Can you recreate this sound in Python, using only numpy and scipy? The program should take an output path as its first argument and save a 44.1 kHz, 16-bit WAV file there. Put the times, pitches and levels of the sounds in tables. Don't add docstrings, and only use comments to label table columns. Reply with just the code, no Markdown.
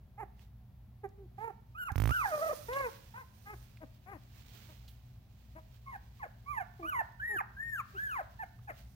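import sys
import numpy as np
from scipy import signal
from scipy.fft import rfft, irfft, next_fast_len
from scipy.io import wavfile
from scipy.ndimage import uniform_filter1d

SR = 44100
rng = np.random.default_rng(int(sys.argv[2]) if len(sys.argv) > 2 else 0)


def unload_wav(signal):
    wavfile.write(
        sys.argv[1],
        SR,
        np.round(np.clip(np.atleast_2d(signal).T, -1, 1) * 32767).astype(np.int16),
    )


N = 394674
T = np.arange(N) / SR
SIZE = next_fast_len(N, True)
FREQS = np.fft.rfftfreq(SIZE, 1 / SR)
TOP_HZ = 15850


def undb(db):
    return 10 ** (np.asarray(db) / 20)


def unit(x):
    return x / np.sqrt(np.mean(x ** 2))


def curve(rows):
    return undb(np.interp(T, *np.transpose(rows)))


def colour_db(points, hz):
    f, db = np.transpose(points)
    return np.interp(np.log(hz + 1e-9), np.log(f), db)


def colour(points, hz):
    return undb(colour_db(points, hz))


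def shape(x, gain):
    return irfft(rfft(x, SIZE) * gain, SIZE)[..., :N]


def resonance(hz, width_hz):
    return 1j * FREQS * width_hz / (hz ** 2 - FREQS ** 2 + 1j * FREQS * width_hz)


def wander(rate_hz, size=N):
    knots = rng.standard_normal(size // 16 + 2)
    return 0.83 * np.interp(np.arange(size) * rate_hz / SR, np.arange(len(knots)), knots)


def pan(x, left_minus_right_db):
    left = 1 / (1 + undb(-left_minus_right_db) ** 2)
    return x * np.sqrt(2 * np.array([left, 1 - left])).reshape(2, -1)


def arch(start_s, top_s, end_s, start_hz, top_hz, end_hz, fall, count=48):
    t = np.linspace(start_s, end_s, count)
    rising = np.clip((top_s - t) / max(top_s - start_s, 1e-4), 0, 1)
    falling = np.clip((t - top_s) / max(end_s - top_s, 1e-4), 0, 1)
    hz = top_hz + (start_hz - top_hz) * rising ** 2 + (end_hz - top_hz) * falling ** fall
    return t, hz, np.linspace(0, 1, count)


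PRESS_DB = -16

# its frequency in Hz, level re fundamental in dB.
MOUTH_RESONANCE = [(1000, -7.5), (1300, -8), (1750, 2), (2100, -11), (2500, -12), (3000, -21), (3400, -42),
                   (3800, -39)]
# start, top and end in seconds, start, top and end pitch in Hz, fall exponent,
# level in dB, higher harmonics in dB before trims, left minus right in dB, hoarseness (clipped to 0-1).
SQUEAK_ROWS = [ (5.864, 5.884, 5.962, 1107, 1080, 767, 1.76, -50, -61.5, -.5, 0.84),
               (6.199, 6.201, 6.265, 1163, 1135, 576, 0.94, -49.5, -59.5, 0.5, 1.1),
               (6.465, 6.518, 6.626, 1090, 1189, 686, 0.93, -40.5, -51, -5.5, 0.07),
               (7.202, 7.276, 7.412, 1500, 1891, 786, 3.32, -36.5, -53.5, -1.5, 0.54),
               (7.571, 7.664, 7.812, 1581, 1852, 1056, 2.72, -39.5, -53.5, 3.5, 0.1),
               (7.952, 8.042, 8.215, 1266, 1740, 596, 1.4, -38.5, -52.5, 0.5, 0.13),
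               (8.395, 8.416, 8.44, 888, 896, 710, 1.2, -43.5, -52, -2, 0.18),
               (8.679, 8.69, 8.718, 824, 811, 580, 0.75, -47, -47.5, 2, .8), ]


def squeak(row, soft_start_db=-8, swell_share=0.15):
    *bend, db, higher_db, pan_db, hoarseness = row
    t, hz, progress = arch(*bend)
    level = db + soft_start_db * np.clip(1 - progress / swell_share, 0, 1)
    second = level + colour_db(MOUTH_RESONANCE, 2 * hz)
    higher = higher_db + PRESS_DB * (1 - progress) ** 2
    return t, hz, level, second, higher, pan_db, hoarseness


# start, top and end in seconds, start, top and end pitch in Hz,
# fall exponent, fundamental in dB, its gain from start to end as the mouth closes in dB, second harmonic
# in dB, higher harmonics in dB before trims, left minus right in dB, hoarseness (0-1).
WHIMPER_ROWS = [ (.181, 0.209, .24, 408.5, 444.6, 349, 1.6, -62, 22, -49, -55.5, -4.5, 0.65),
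                (1.039, 1.05, 1.066, 425, 394, 377, 1.8, -44, 0, -48, -55, -2, 0.2),
                (1.181, 1.21, 1.26, 410, 394, 341, 2, -54, 3.5, -75, -80, 2.5, 0.2),
                (1.386, 1.455, 1.508, 393, 458.3, 376, 3.5, -54, 7.5, -44.5, -53.5, -6, 0.08),
                (2.69, 2.791, 2.89, 461.4, 557, 425.4, 1.72, -40, -1, -40.5, -43, -1, 0.01),
                (3.144, 3.205, 3.232, 444.3, 523, 440, 1.2, -69, 10, -51, -54.5, -0.5, 0.27),
                (3.463, 3.527, 3.547, 399, 421.7, 332, 1.6, -62, 25, -56, -51, 3, 0.2),
                (3.81, 3.83, 3.845, 318, 325, 253, 1.5, -58.5, 20, -53, -58, 6, 0.74),
                (4.065, 4.125, 4.17, 347, 412.4, 277, 0.67, -59, 16, -55.5, -54, 8.5, 0.65),
                (4.691, 4.7, 4.725, 298, 317, 276, 1.6, -68.5, 0, -62.5, -64, 6, 0.6),
                (5.554, 5.575, 5.6, 295, 322.3, 311, 2.4, -66, -17, -54.5, -58.5, 4, 0.5),
                (6.798, 6.807, 6.88, 389, 350, 316, 0.5, -50.5, -5, -53, -62.5, 2.5, 0.3),
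                (7.295, 7.323, 7.37, 422, 422, 332, 2.34, -53.5, 8, -55, -63, 4, 0.3),
                (7.94, 7.945, 7.975, 408, 393, 352, 2, -54.5, 6, -73, -70, 6, 0.3), ]


def whimper(row, edge_db=-7, edge_higher_db=-7.5):
    *bend, first_db, closing_db, second_db, higher_db, pan_db, hoarseness = row
    t, hz, progress = arch(*bend)
    edge = (2 * progress - 1) ** 2 - 1 / 3
    first = first_db + edge_db * edge + closing_db * (progress - .5)
    second = second_db + edge_db * edge
    higher = higher_db + edge_higher_db * edge
    return t, hz, first, second, higher, pan_db, hoarseness


# time in seconds, pitch in Hz, level in dB.
WHINE_CURVES = [
    [(1.752, 1226, -51.5), (1.797, 1527, -42), (1.83, 1417, -40.5), (1.868, 1422, -37.5),
     (1.885, 1236, -39), (1.897, 887, -39.5), (1.91, 770, -48.5)],
    [(2.097, 1193, -41), (2.125, 1418, -30), (2.15, 1553, -33), (2.215, 1218, -33), (2.26, 825, -37),
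     (2.305, 710, -47), (2.325, 622.4, -31), (2.408, 570.6, -40), (2.43, 668, -29.5), (2.455, 630.4, -33),
     (2.478, 661, -34.5), (2.497, 581, -34.5), (2.518, 632, -36.5), (2.534, 488, -41.5)],
    [(6.83, 1175, -48.5), (6.85, 1190, -40), (6.875, 1467, -41), (6.895, 1488, -33.5), (6.915, 1372, -40),
     (6.932, 1168, -35), (6.955, 1013, -37.5), (7.007, 880, -35), (7.018, 667, -38.5)],
]


def whine(rows, higher_db=-14.5, pan_db=-3, hoarseness=.25):
    t, hz, db = np.transpose(rows)
    progress = (t - t[0]) / (t[-1] - t[0])
    second = db + colour_db(MOUTH_RESONANCE, 2 * hz)
    higher = db + higher_db + PRESS_DB * (1 - progress) ** 2 / 2
    return t, hz, db, second, higher, pan_db, hoarseness


def fold_pitch(pitch, slack, rattle, jitter=0.0026, slack_jitter=.011, rattle_jitter=.04, rattle_waver=.018):
    count = len(pitch)
    quiver = wander(900, count)
    unsteady = rattle * (rattle_jitter * quiver + rattle_waver * wander(72.8, count))
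    return pitch * (1 + jitter * wander(112, count) + slack_jitter * slack * quiver + unsteady)


# frequency in Hz, relative level in dB.
THROAT_COLOUR = [(900, 19.5), (1350, 10), (1800, 10.5), (2400, 4.5), (3400, -20), (5500, -14.5), (7000, -6),
                 (8200, -15.5), (9400, -15), (11300, -0.5), (13200, -13), (15500, -21.5)]


def throat_gains(overtones_hz, hz, slack, shrill, higher_db, upper_db=-1, nasal_db=-7, shrill_db=5):
    throat = colour(THROAT_COLOUR, overtones_hz) * (overtones_hz < TOP_HZ)
    throat = throat * undb(nasal_db * (overtones_hz > 4000) * 500 / hz)
    throat = throat * undb(shrill_db * shrill * (overtones_hz > 8500))
    higher = throat / np.sqrt(np.sum(throat ** 2, axis=0)) * undb(higher_db + upper_db)
    higher = higher * (1 - .7 * slack * np.clip((overtones_hz - 2000) / 2000, 0, 1))
    flicker = wander(60, higher.size).reshape(higher.shape)
    return higher * undb(2.5 * flicker - 1)


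# time in seconds, lag in seconds.
PORT_LAG_CURVE = [(0.2, 0.00013), (1.05, 0.00018), (1.4, 0.00023), (2.1, 0.00025), (3.5, 0.00023),
                  (6.83, 0.00032), (7.2, 0.00043), (7.57, .00014), (7.95, 0.00032)]


def cry(s, pitch, first_db, second_db, higher_db, pan_db, hoarseness, taut_hz=1400, glide_s=.006,
        attack_s=.007, release_s=0.0061, shimmer_db=3.5, collapse_s=0.1, flutter_db=1.5,
        rattle_flutter_db=3, slack_rasp_db=9, shrill_rasp_db=4):
    start, end = s[0] - attack_s, s[-1] + release_s
    span = slice(int(start * SR), int(end * SR))
    t = T[span]
    lag_s = np.interp(start, *np.transpose(PORT_LAG_CURVE))
    pitch, first_db, second_db, higher_db = (
        uniform_filter1d(np.interp(t, s, control), int(glide_s * SR), mode="nearest")
        for control in (pitch, first_db, second_db, higher_db))

    slack = 1 / (1 + (pitch / taut_hz) ** 6)
    shrill = np.clip(pitch / 500 - 1, 0, 1)
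    rattle = np.clip(hoarseness, 0, 1) * slack
    hz = fold_pitch(pitch, slack, rattle)
    k = np.arange(1, 41)[:, None]
    higher = throat_gains(k[2:] * hz, hz, slack, shrill, higher_db)
    amplitudes = np.vstack([undb(first_db), undb(second_db), higher])

    gate = np.clip((t - start) / attack_s, 0, 1) * np.clip((end - t) / release_s, 0, 1)
    collapse = np.clip(-np.gradient(np.log(pitch)) * SR * collapse_s, 0, 1)
    flutter = flutter_db * slack * collapse ** 2 + rattle_flutter_db * rattle
    gate = gate * undb(shimmer_db * wander(117.7, len(t)) + flutter * wander(600, len(t)))

    phase = 2 * np.pi * np.cumsum(hz) / SR
    voice, air = np.zeros((2, N)), np.zeros(N)
    for port, lag in enumerate((0, lag_s)):
        harmonics = np.sin(k * (phase - 2 * np.pi * hz * lag))
        voice[port, span] = np.sqrt(2) * np.sum(amplitudes * harmonics, axis=0) * gate
    voice[:, span] = pan(voice[:, span], pan_db)
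    leak_db = higher_db + slack_rasp_db * (slack - 2.5) + shrill_rasp_db * shrill * slack
    air[span] = undb(leak_db) * gate * (1 + np.cos(phase))
    return voice, air


def puppies(rasp_bright_db=8):
    voice, air = 0, 0
    cries = [*map(squeak, SQUEAK_ROWS), *map(whimper, WHIMPER_ROWS), *map(whine, WHINE_CURVES)]
    for controls in cries:
        tone, leak = cry(*controls)
        voice, air = voice + tone, air + leak
    bright = undb(rasp_bright_db * FREQS / TOP_HZ)
    bass_cut = FREQS / (FREQS + 500)
    gain = colour(THROAT_COLOUR, FREQS) * bright * bass_cut
    rasp = shape(air * rng.standard_normal((2, N)), unit(gain))
    return voice + rasp


# start in seconds, peak before panning in dB, centre in Hz, decay in seconds.
TICK_ROWS = [(.394, -51.5, 2230, 0.00078), (1.09, -63.5, 5900, 0.0022), (2.73, -42, 3265, 0.012),
             (2.785, -46, 4200, 0.009), (3.638, -63, 1500, .002), (3.771, -51.5, 2280, 0.0039),
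             (4.883, -53, 14900, 0.034), (4.879, -50.5, 3500, 0.014), (8.59, -55, 1150, 0.0014)]


def ticks(relative_width=0.28, pan_db=-6):
    out = 0
    for s, db, hz, decay_s in TICK_ROWS:
        decay = np.exp(-np.clip((T - s) / decay_s, 0, 20))
        burst = rng.standard_normal(N) * (T > s) * decay
        click = shape(burst, resonance(hz, hz * relative_width))
        out = out + undb(db) * click / np.max(np.abs(click))
    return pan(out, pan_db)


def pen_wall(x, left_s=0.00393, right_s=0.002434, left_db=-10, right_db=-7, dull_hz=4000):
    delay_s = np.array([[left_s], [right_s]])
    echo = undb([[left_db], [right_db]]) * np.exp(-2j * np.pi * FREQS * delay_s)
    return shape(x, echo / (1 + (FREQS / dull_hz) ** 2))


def room(x, wet_db=-13, t60_s=0.55, dull_hz=3500, early_db=-15, early_s=0.026):
    t = T[:SR // 2]
    noise = rng.standard_normal((2, 2, len(t))) * (t > .003)
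    tail = noise[0] * undb(-60 * t / t60_s)
    early = noise[1] * np.exp(-t / early_s)
    response = (undb(wet_db) * unit(tail) + undb(early_db) * unit(early)) / np.sqrt(len(t))
    wet = signal.fftconvolve(x, response, axes=1)[:, :N]
    return shape(wet, 1 / (1 + 1j * FREQS / dull_hz))


# time in seconds, strength before trims in dB, tick before panning in dB.
SLIP_ROWS = [(1.9175, -27, -42), (1.9579, -21, -23), (1.9805, -20, -23.5), (2.0007, -19.5, -22),
             (2.0198, -19, -22), (2.0386, -18.5, -23), (2.0565, -19.5, -19.5), (2.0755, -19, -21.5),
             (2.0927, -20, -22), (2.1088, -21, -21.5)]
# frequency in Hz, relative level in dB.
SKIN_COLOUR = [(300, -0.5), (1000, -4.5), (2500, -8), (4500, -5.5), (5900, -3.5), (7800, -11), (9500, -4.5),
               (12200, -15), (13500, -6.5), (14700, 3.5), (15800, -24)]


def judder(case_hz=84, case_db=-0.5, swell_s=0.0037, give_s=0.00042,
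           panel_hz=240, panel_db=-15, panel_s=0.0069, tick_s=0.00013,
           fizz_db=-24, fizz_s=0.0017, pan_db=-14):
    knock, slide = np.zeros(N), np.zeros(N)
    for s, db, tick_db in SLIP_ROWS:
        span = slice(int(s * SR) - SR // 200, int(s * SR) + SR // 20)
        t = T[span] - s
        late = np.maximum(t - give_s, 0)
        swell = late / swell_s * np.exp(1 - late / swell_s)
        knock[span] += undb(tick_db) * np.exp(-(t / tick_s) ** 2)
        knock[span] -= undb(db + case_db) * np.sin(2 * np.pi * case_hz * late) * swell
        knock[span] -= undb(db + panel_db) * np.sin(2 * np.pi * panel_hz * late) * np.exp(-late / panel_s)
        since = np.maximum(t, 0) / fizz_s
        slide[span] += undb(db + fizz_db) * since * np.exp(1 - since)
    skin = unit(shape(rng.standard_normal(N), colour(SKIN_COLOUR, FREQS)))
    return pan(knock + slide * skin, pan_db)


def friction(gain, grain_db=2.0, flutter_db=2.5):
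    uneven = undb(grain_db * wander(900) + flutter_db * wander(25))
    return unit(shape(rng.standard_normal((2, N)) * uneven, gain))


# time in seconds, level in dB.
GRIP_LEVEL = [(0, -112), (1.7, -99), (1.93, -69.5), (2.1, -54), (2.25, -49), (2.5, -54), (2.85, -56.5),
              (2.97, -66.5), (3.3, -72.5), (3.6, -64), (4.0, -105), (8.4, -82), (8.95, -72)]
# frequency in Hz, relative level in dB.
FUR_SPECTRUM = [(300, 0.5), (1200, -2.5), (2600, 1), (4200, -1), (6000, -5), (8500, -10.5), (11000, -14),
                (13500, -6.5), (15600, -1.5)]
# peak time in seconds, level in dB, rise in seconds, fall in seconds.
FUR_STROKES = [(.42, -63.5, 0.033, 0.034), (1.4, -68, 0.032, 0.094), (2.9, -57.5, 0.46, 0.32),
               (3.65, -65, 0.17, 0.52), (4.55, -55, 0.21, 0.28), (5.4, -67.5, 0.12, 3.6),
               (6.75, -71, 0.22, 0.87), (7.9, -61, 0.094, 0.43), (8.79, -58, 0.035, 0.052)]


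def rustles(grip_pan_db=-15, fur_pan_db=-8):
    grip = friction(colour(SKIN_COLOUR, FREQS)) * curve(GRIP_LEVEL)
    power = 0
    for s, db, rise_s, fall_s in FUR_STROKES:
        stroke = undb(db) * np.exp(-np.maximum((s - T) / rise_s, (T - s) / fall_s))
        power = power + stroke ** 2
    fur = friction(colour(FUR_SPECTRUM, FREQS)) * np.sqrt(power)
    return pan(grip, grip_pan_db) + pan(fur, fur_pan_db)


# frequency in Hz, rms level before waver in dB.
HUM_TONES = [(59.2, -62.5), (118.4, -62.5)]
# frequency in Hz, density in dB per Hz.
AIR_SPECTRUM = [(20, -107.5), (55, -71), (80, -78), (120, -75), (160, -89.5), (200, -84.5), (300, -101),
                (500, -107), (730, -102), (1200, -112), (4000, -119), (8500, -129), (12000, -121),
                (15500, -117)]


def background(hum_waver_db=1.5, shared_hz=400):
    hum = 0
    for hz, db in HUM_TONES:
        level = np.sqrt(2) * undb(db + hum_waver_db * wander(5))
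        hum = hum + level * np.sin(2 * np.pi * hz * T + 0.39 * wander(4))
    apart = np.clip(FREQS / (FREQS + shared_hz), 0, 1)
    shared = shape(rng.standard_normal(N), np.sqrt(1 - apart ** 2))
    separate = shape(rng.standard_normal((2, N)), apart)
    return hum + shape(shared + separate, colour(AIR_SPECTRUM, FREQS) * np.sqrt(SR / 2))


def scene():
    litter = puppies() + ticks()
    return litter + pen_wall(litter) + room(litter) + judder() + rustles() + background()


def record(dry):
    bass_cut = signal.butter(1, 28, "high", fs=SR, output="sos")
    top_cut = signal.ellip(10, .2, 70, TOP_HZ, fs=SR, output="sos")
    return signal.sosfilt(top_cut, signal.sosfilt(bass_cut, dry))


dry = scene()
out = record(dry)
unload_wav(out)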